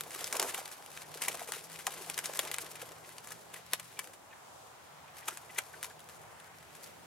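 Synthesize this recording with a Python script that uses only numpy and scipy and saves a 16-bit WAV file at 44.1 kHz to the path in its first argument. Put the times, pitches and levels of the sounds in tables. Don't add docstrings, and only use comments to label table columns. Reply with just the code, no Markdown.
import sys
import numpy as np
from scipy import signal
from scipy.fft import rfft, irfft
from scipy.io import wavfile
from scipy.ndimage import uniform_filter1d

SR = 44100
rng = np.random.default_rng(int(sys.argv[2]) if len(sys.argv) > 2 else 0)


def voltage_ratio(level):
    return 10 ** (np.asarray(level, float) / 20)


def persist_wave(psi):
    counts = np.round(np.clip(psi, -1, 1) * 32767).astype(np.int16)
    wavfile.write(sys.argv[1], SR, np.atleast_2d(counts).T)


N = 311345
HZ = np.arange(N // 2 + 1) * SR / N
GRAIN, LEAD = 4096, 1024


def level(x, db):
    return x * voltage_ratio(db) / np.sqrt(np.mean(x ** 2))


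def crest(x):
    return np.sqrt(uniform_filter1d(x ** 2, size=64).max())


def along(table):
    hz, value = np.transpose(table)
    return np.interp(np.log(HZ + 20), np.log(hz + 20), value)


def in_time(table):
    s, *columns = np.transpose(table)
    return [np.interp(np.arange(N) / SR, s, column) for column in columns]


def band(x, lo_hz, hi_hz, order=2):
    edges = [lo_hz, min(hi_hz, 0.45 * SR)]
    return signal.sosfilt(signal.butter(order, edges, "bandpass", fs=SR, output="sos"), x)


def walk(rate):
    hold = int(SR / rate)
    steps = np.repeat(rng.standard_normal(N // hold + 1), hold)
    return 1.366 * uniform_filter1d(uniform_filter1d(steps, hold), hold)[:N]


def crackle(shape, spread_db):
    size = np.minimum(rng.exponential(size=shape), 3.5)
    return rng.standard_normal(shape) * voltage_ratio(spread_db * size)


def crisp_over_body(hz):
    return 4.5 - 2.5 * np.log2(hz / 1200) ** 2


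def hits():
    # (time of peak [s], level [dB], decay [ms], body [Hz])
    wing_claps = [(0.0086, -25.5, .9, 2230), (0.243, -25.5, 1.4, 4110), (0.2766, -32.5, .7, 2380),
                  (0.3265, -23, 4, 1210), (0.397, -19, 3.4, 3100), (0.417, -28, 3.2, 4600),
                  (0.427, -23, 0.95, 1210), (1.2186, -25, 7.5, 1480), (1.2366, -30, 3.2, 1800),
                  (1.2829, -20, 3.9, 2270), (1.521, -25, 1.4, 1490), (1.8685, -20.5, 0.79, 1190),
                  (2.099, -26, 2.4, 1800), (2.178, -25.5, 2.4, 1970), (2.1893, -24.5, 0.87, 1920),
                  (2.258, -26, 0.45, 4240), (2.3579, -32.5, 0.83, 1830), (2.3917, -18.5, 3.1, 2560),
                  (2.4514, -35, 0.38, 2670), (2.515, -25.5, 0.24, 2600), (2.5845, -24.5, 0.3, 1520),
                  (3.1829, -36.5, 0.92, 2980), (3.273, -37.5, 0.82, 1800), (3.32, -35.5, 3.3, 1720),
                  (3.7344, -17, 1, 2760), (3.7973, -33.5, 3.3, 2400), (3.9913, -28, 2.6, 1860),
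                  (5.373, -33.5, 0.59, 1430), (5.8294, -28, .22, 2520), (5.8354, -32.5, 1.1, 2850)]
    # (time of peak [s], level [dB], decay [ms], body [Hz])
    leaf_snaps = [(0.107, -38, 2.6, 1190), (0.209, -37.5, 2.9, 2510), (0.6567, -37.5, 1.7, 2520),
                  (0.7152, -41, 4.8, 1840), (1.2611, -37, .5, 1230), (1.3441, -36.5, 6.9, 1610),
                  (1.3957, -42, 9.5, 1800), (1.4756, -40, 1.4, 1250), (1.789, -40, 16, 1870),
                  (1.9386, -38, 6.1, 1460), (1.9786, -41.5, 7.7, 2300), (2.1432, -33.5, 0.57, 3500),
                  (2.2408, -35, 13, 2240), (2.271, -42, 2.7, 2100), (2.4302, -36.5, 16, 1490),
                  (2.4721, -39, 6.4, 1550), (2.7556, -39.5, 2.7, 1850), (2.817, -35.5, 6.9, 1840),
                  (2.9186, -44, 2.7, 1810), (3.092, -43, 1.3, 1900), (3.3062, -39.5, 5.2, 1280),
                  (4.134, -47, 12, 1710), (5.1686, -44.5, 5.3, 2220), (5.8433, -36, 5.5, 1600),
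                  (6.0892, -42.5, 0.39, 2200), (6.4, -48, 2.3, 2230), (6.6275, -48, 5.7, 2500),
                  (6.751, -45, 0.59, 1290)]
    # (time of peak [s], level [dB], swell [ms], decay [ms])
    feather_sweeps = [(0.1493, -32.5, 5.8, 0.71), (0.226, -45, 5.6, 8), (0.355, -30.5, 2.3, 0.5),
                      (0.4347, -37.5, 7.9, 18), (0.4976, -34, 15, 6.4), (0.5459, -26.5, 2.5, 2.6),
                      (0.5787, -34, 3.6, 3.1), (0.591, -38.5, 14, 2.4), (1.3176, -36.5, 4.5, 2.6),
                      (1.4296, -45, 7.2, 5.4), (1.4866, -38.5, 3.7, 12), (1.537, -33, 9.5, 3.1),
                      (1.5507, -38, 8.1, .8), (1.923, -39, 8.2, 2.6), (2.1935, -34, 8.1, 0.53),
                      (2.3375, -33, 2.5, 0.45), (2.4011, -38, 2.6, .4), (2.5434, -26, 2.4, .6),
                      (3.5426, -36.5, 5.7, 2.7), (3.5678, -49, 4.3, 18), (3.9975, -36, 3, 0.55),
                      (5.2837, -26, 3.7, 4.3), (5.3284, -44, 7.4, 10), (5.586, -22.5, 2.8, 3.4)]
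    # (time [s], level [dB])
    twig_ticks = [(0.0363, -38), (4.67, -52), (5.205, -50), (1.213, -40), (0.131, -43), (0.603, -39),
                  (3.855, -51), (3.9276, -47), (4.043, -40), (4.074, -41), (5.994, -46), (6.004, -46),
                  (6.138, -51)]
    return ([(s, db, crisp_over_body(hz), 0.42, ms, hz) for s, db, ms, hz in wing_claps]
            + [(s, db, crisp_over_body(hz) - 1.5, 0.66, ms, hz) for s, db, ms, hz in leaf_snaps]
            + [(s, db, 1.3, swell_ms, ms, 1800) for s, db, swell_ms, ms in feather_sweeps]
            + [(s, db, 2, 0.4, 0.47, 2000) for s, db in twig_ticks])


def claps():
    out = np.zeros((2, N + GRAIN))
    t_ms = (np.arange(GRAIN) - LEAD) / SR * 1000
    events = hits()
    breaks = crackle((len(events), 3, GRAIN), spread_db=5.0)
    gusts = rng.standard_normal((len(events), GRAIN))
    for (s, db, crisp_db, swell_ms, decay_ms, hz), swarm, gust in zip(events, breaks, gusts):
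        rise = np.exp(np.minimum(t_ms, 0) / max(swell_ms, 0.1))
        fall = np.exp(-t_ms / max(decay_ms, 0.2))
        fall = fall + voltage_ratio(-13.5) * np.exp(-t_ms / (6.2 + 0.87 * decay_ms))
        cracks = swarm * np.where(t_ms < 0, rise, fall)
        body = band(cracks[0], hz / 1.67, hz * 2.15)
        crisp = band(cracks[0] + 0.5 * cracks[1:], 4700, 11840)
        puff = band(gust * np.exp(-np.abs(t_ms - 1.5) / (2.9 + decay_ms)), 340, 1400)
        puff_db = -0.6 * crisp_db + 2.0 * np.log2(max(decay_ms, 0.2)) - 14.5
        parts = ((body, -0.45 * crisp_db), (crisp, 0.54 * crisp_db + 0.21), (puff, puff_db))
        sound = sum(x / crest(x) * voltage_ratio(gain_db) for x, gain_db in parts)
        i = int(s * SR)
        out[:, i:i + GRAIN] += voltage_ratio(db - 2.5) * sound / crest(sound)
    return out[:, LEAD:N + LEAD]


def pops():
    # (time [s], level [dB], resonance [Hz])
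    wing_pops = [(0.162, -52, 1140), (0.163, -53, 390), (0.219, -49.5, 710), (0.35, -50, 1110),
                 (0.361, -46, 710), (0.447, -48, 730), (0.589, -47, 750), (0.617, -52, 580),
                 (1.16, -53.5, 450), (1.302, -50, 450), (1.347, -45, 725), (1.419, -45.5, 710),
                 (1.492, -49.5, 470), (1.496, -58, 1000), (1.569, -53, 454), (1.879, -43.5, 770),
                 (2.014, -53.5, 394), (2.074, -56, 714), (2.3, -56, 1150), (2.298, -47.5, 557),
                 (2.505, -53, 540), (2.613, -54, 480), (2.831, -51.5, 503), (3.737, -47, 900),
                 (5.288, -46, 890), (5.297, -56, 650), (5.329, -56.5, 364)]
    # (time [s], level [dB], resonance [Hz])
    shell_knocks = [(1.01, -63, 1530), (1.046, -63, 1840), (3.048, -64, 2090), (3.114, -66, 2010),
                    (3.318, -55, 1710), (3.565, -56.5, 1940), (3.975, -61, 2380), (3.996, -51.5, 2280),
                    (4.014, -63, 1780), (4.314, -67, 2500), (4.332, -59.5, 1800), (5.086, -64, 2450),
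                    (5.23, -61, 1910), (5.307, -65, 1350), (5.324, -58, 1370), (5.503, -56.5, 2000),
                    (5.565, -55, 1920), (5.589, -56, 1600), (5.743, -53.5, 1510), (5.91, -58, 1690),
                    (6.478, -64, 1520)]
    pop_ms, knock_ms = 3.9, 6.1
    out = np.zeros(N + GRAIN)
    t_ms = (np.arange(GRAIN) - LEAD) / SR * 1000
    events = [(*pop, pop_ms) for pop in wing_pops] + [(*knock, knock_ms) for knock in shell_knocks]
    for (s, db, hz, ms), noise in zip(events, rng.standard_normal((len(events), GRAIN))):
        breath = band(noise, hz / 1.12 - 90, hz * 1.42 + 160)
        ring = np.sin(2 * np.pi * hz * t_ms / 1000) + 0.66 * breath / breath.std()
        swell = np.exp(-(t_ms / np.where(t_ms < 0, 1.26 * ms, ms)) ** 2)
        i = int(s * SR)
        out[i:i + GRAIN] += voltage_ratio(db + 7.0) * ring * swell
    return out[LEAD:N + LEAD]


def litter(air_db):
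    # (time of peak [s], level [dB], settling [s])
    shuffles = [(0.0, -49, 0.026), (0.14, -48, .12), (0.26, -47, 0.17), (0.37, -56, 0.071),
                (0.46, -48, 0.077), (0.58, -43.5, 0.067), (0.94, -50, 0.11), (1.25, -46, 0.16),
                (1.55, -42.5, 0.038), (1.73, -50, 0.071), (1.9, -46.5, 0.16), (2.11, -47.5, 0.14),
                (2.26, -42.5, 0.03), (2.58, -49, 0.14), (2.82, -50.5, 0.07), (3.1, -55, .15),
                (3.31, -51.5, 0.09), (3.56, -50, 0.038), (3.75, -52, 0.084), (3.9, -53.5, 0.042),
                (4.02, -55.5, 0.072), (4.85, -64, 0.056), (5.18, -54, 0.055), (5.3, -52.5, 0.16),
                (5.59, -49.5, 0.084), (5.85, -52, .045), (6.13, -53, 0.064), (6.55, -66, 0.16),
                (6.84, -57, 0.11)]
    t = np.arange(N) / SR
    draught_db = -59.5 + 1.26 * (air_db + 55)
    power = voltage_ratio(2 * draught_db)
    for s, db, settle_s in shuffles:
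        rise_s = 0.017 + 0.4 * settle_s
        power = power + voltage_ratio(2 * db) * np.exp(-2 * np.abs(t - s) / np.where(t < s, rise_s, settle_s))
    return 10 * np.log10(power)


def splinters():
    per_s, decay_ms, kick_db = 70, 1.26, 4.5
    when, size = rng.random(N), rng.exponential(size=N)
    kicks = (when < per_s / SR) * voltage_ratio(kick_db) * np.minimum(size, 3)
    return 1 + signal.lfilter([1], [1, -np.exp(-1000 / SR / decay_ms)], kicks)


def stir(rustle_db, air_db):
    # (frequency [Hz], density [dB per Hz])
    litter_colour = [(500, -21), (900, -8), (1500, -4), (2200, -4), (4500, -7), (8000, -6.5), (11500, -5.5),
                     (14000, -13), (15800, -20.5)]
    patches = 1.6 * walk(55) + 1.64 * walk(280) + 20 * np.log10(splinters())
    treble = 1 / (1 + (4500 / (HZ + 1)) ** 4)
    crunch_db = 0.033 * (rustle_db + 48)
    rustle = 0
    for share, apart, db in ((1 - treble, 0.45, crunch_db), (treble, 0.7, 0)):
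        shared, left, right = crackle((3, N), spread_db=2.5)
        grains = shared + apart * np.array([left, right])
        grains = grains * voltage_ratio(db + patches + 2.15 * walk(70))
        rustle = rustle + irfft(rfft(grains) * voltage_ratio(along(litter_colour)) * np.sqrt(share), N)
    air = band(crackle(N, spread_db=4.5), 314, 1027) * voltage_ratio(3.7 * walk(40))
    return voltage_ratio(rustle_db) * level(rustle, -0.012) + voltage_ratio(air_db) * level(air, -6)


def scatter(x):
    t60_s, top_hz, tail_db = 0.096, 9300, -14
    t = np.arange(8192) / SR
    tail = crackle((2, 8192), spread_db=5.0) * np.exp(-np.log(1000) * t / t60_s)
    tail = band(tail * (t > 0.0015), 290, top_hz, order=1)
    tail = tail / np.sqrt(np.sum(tail ** 2, axis=1, keepdims=True))
    return voltage_ratio(tail_db) * signal.fftconvolve(x[None], tail, axes=1)[:, :N]


def whistle(table, wobble_hz, rough_db):
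    hz, db = in_time(table)
    t = np.arange(N) / SR
    tone = np.sin(2 * np.pi * np.cumsum(hz + wobble_hz * walk(25.48)) / SR)
    sounding = (t >= table[0][0]) * (t <= table[-1][0])
    return np.sqrt(2) * tone * voltage_ratio(db + rough_db * walk(16)) * sounding


def far_calls():
    # (time [s], pitch [Hz], level [dB])
    seeps = [
        [(4.83, 7300, -84), (4.86, 7150, -79), (4.93, 7100, -79), (4.97, 7250, -85)],
        [(5.87, 7500, -75), (5.9, 7250, -71), (5.94, 7030, -71), (6.04, 6980, -79)],
    ]
    return sum(whistle(call, wobble_hz=45, rough_db=3) for call in seeps)


def engines():
    # (start [s], end [s], from [Hz], to [Hz], level [dB])
    pulls = [
        (-.3, .75, 147.7, 166, -71),
        (0.796, 2.35, 148.7, 174, -67),
        (2.0, 4.053, 148, 174.2, -68),
        (2.6, 4.1, 110.4, 122.8, -74),
        (4.802, 7.4, 145.8, 167.8, -72),
        (5.1, 6.2, 110.7, 125, -76),
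    ]
    fade_s, fade_db = 0.23, -6
    out = 0
    for start, end, from_hz, to_hz, db in pulls:
        s = np.array([start, start + fade_s, end - fade_s, end])
        hz = np.interp(s, [start, end], [from_hz, to_hz])
        pull = np.transpose([s, hz, db + fade_db * np.array([1, 0, 0, 1])])
        out = out + whistle(pull, wobble_hz=2.6, rough_db=2.2)
    return out


def wood():
    # (frequency [Hz], density [dB per Hz])
    wood_colour = [(12, -70), (20, -55), (42, -26), (58, -27.5), (79, -9.5), (197, -11.5), (292, -13),
                   (326, -11.5), (797, -4.5), (2370, -16), (5030, -22), (7230, -21.5), (15800, -30)]
    # (frequency [Hz], likeness [0 to 1])
    likeness = [(60, 1), (300, 0.033), (1000, 0.28), (2500, 0.03), (15000, 0.073)]
    alike = np.clip(along(likeness), 0, 1)
    noise = rfft(rng.standard_normal((2, N))) * voltage_ratio(along(wood_colour))
    mid, side = noise * np.sqrt([1 + alike, 1 - alike])
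    pair = np.array([mid + side, mid - side])
    out, swell = 0, walk(0.23)
    for octave in range(10):
        share = np.clip(1 - np.abs(np.log2(HZ / 31.25 + 1e-9) - octave), 0, 1)
        out = out + irfft(pair * share, N) * voltage_ratio(0.12 * swell + 1.9 * walk(4.9))
    return level(out, -54.5)


def scene():
    # (time [s], level [dB], left minus right [dB])
    wing_air = [(0.0, -55, 0), (0.31, -44, 0.5), (0.45, -42.5, 0), (0.69, -52, -0.5), (0.96, -54.5, 1.5),
                (1.34, -47.5, 0.8), (1.71, -54, 2), (2.34, -46, 1.5), (3.03, -54.5, 1.1), (3.72, -69.5, 1),
                (4.07, -55.5, 3), (4.27, -76, 1), (5.05, -67, 0.0), (5.65, -57, 3), (5.82, -51.5, 1.5),
                (5.96, -59, 2), (6.8, -58.5, 1.1), (7.06, -77, -4)]
    air_db, pan_db = in_time(wing_air)
    birds = claps() + pops() + stir(litter(air_db), air_db)
    near = birds * voltage_ratio(np.array([pan_db, -pan_db]) / 2) + scatter(birds.mean(axis=0))
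    return near + wood() + engines() + far_calls()


def top_cut(x):
    return signal.sosfilt(signal.butter(12, 16640, fs=SR, output="sos"), x)


def record(dry):
    # (frequency [Hz], left lead [rad])
    port_phase = [(60, 0.55), (700, 0.53), (2000, 0.46), (4500, 0.38), (8500, 1.37), (15000, 1.54)]
    # (frequency [Hz], left minus right [dB])
    port_tilt = [(60, -2.5), (300, -3), (1000, 1), (3000, 0), (8000, 1.5), (15000, 2)]
    half = voltage_ratio(along(port_tilt) / 2) * np.exp(0.5j * along(port_phase))
    top = np.where(HZ < 15870, 1, voltage_ratio(-40))
    mix = irfft(rfft(dry) * top * np.array([half, 1 / half]), N)
    return top_cut(mix)


dry = scene()
out = record(dry)
persist_wave(out)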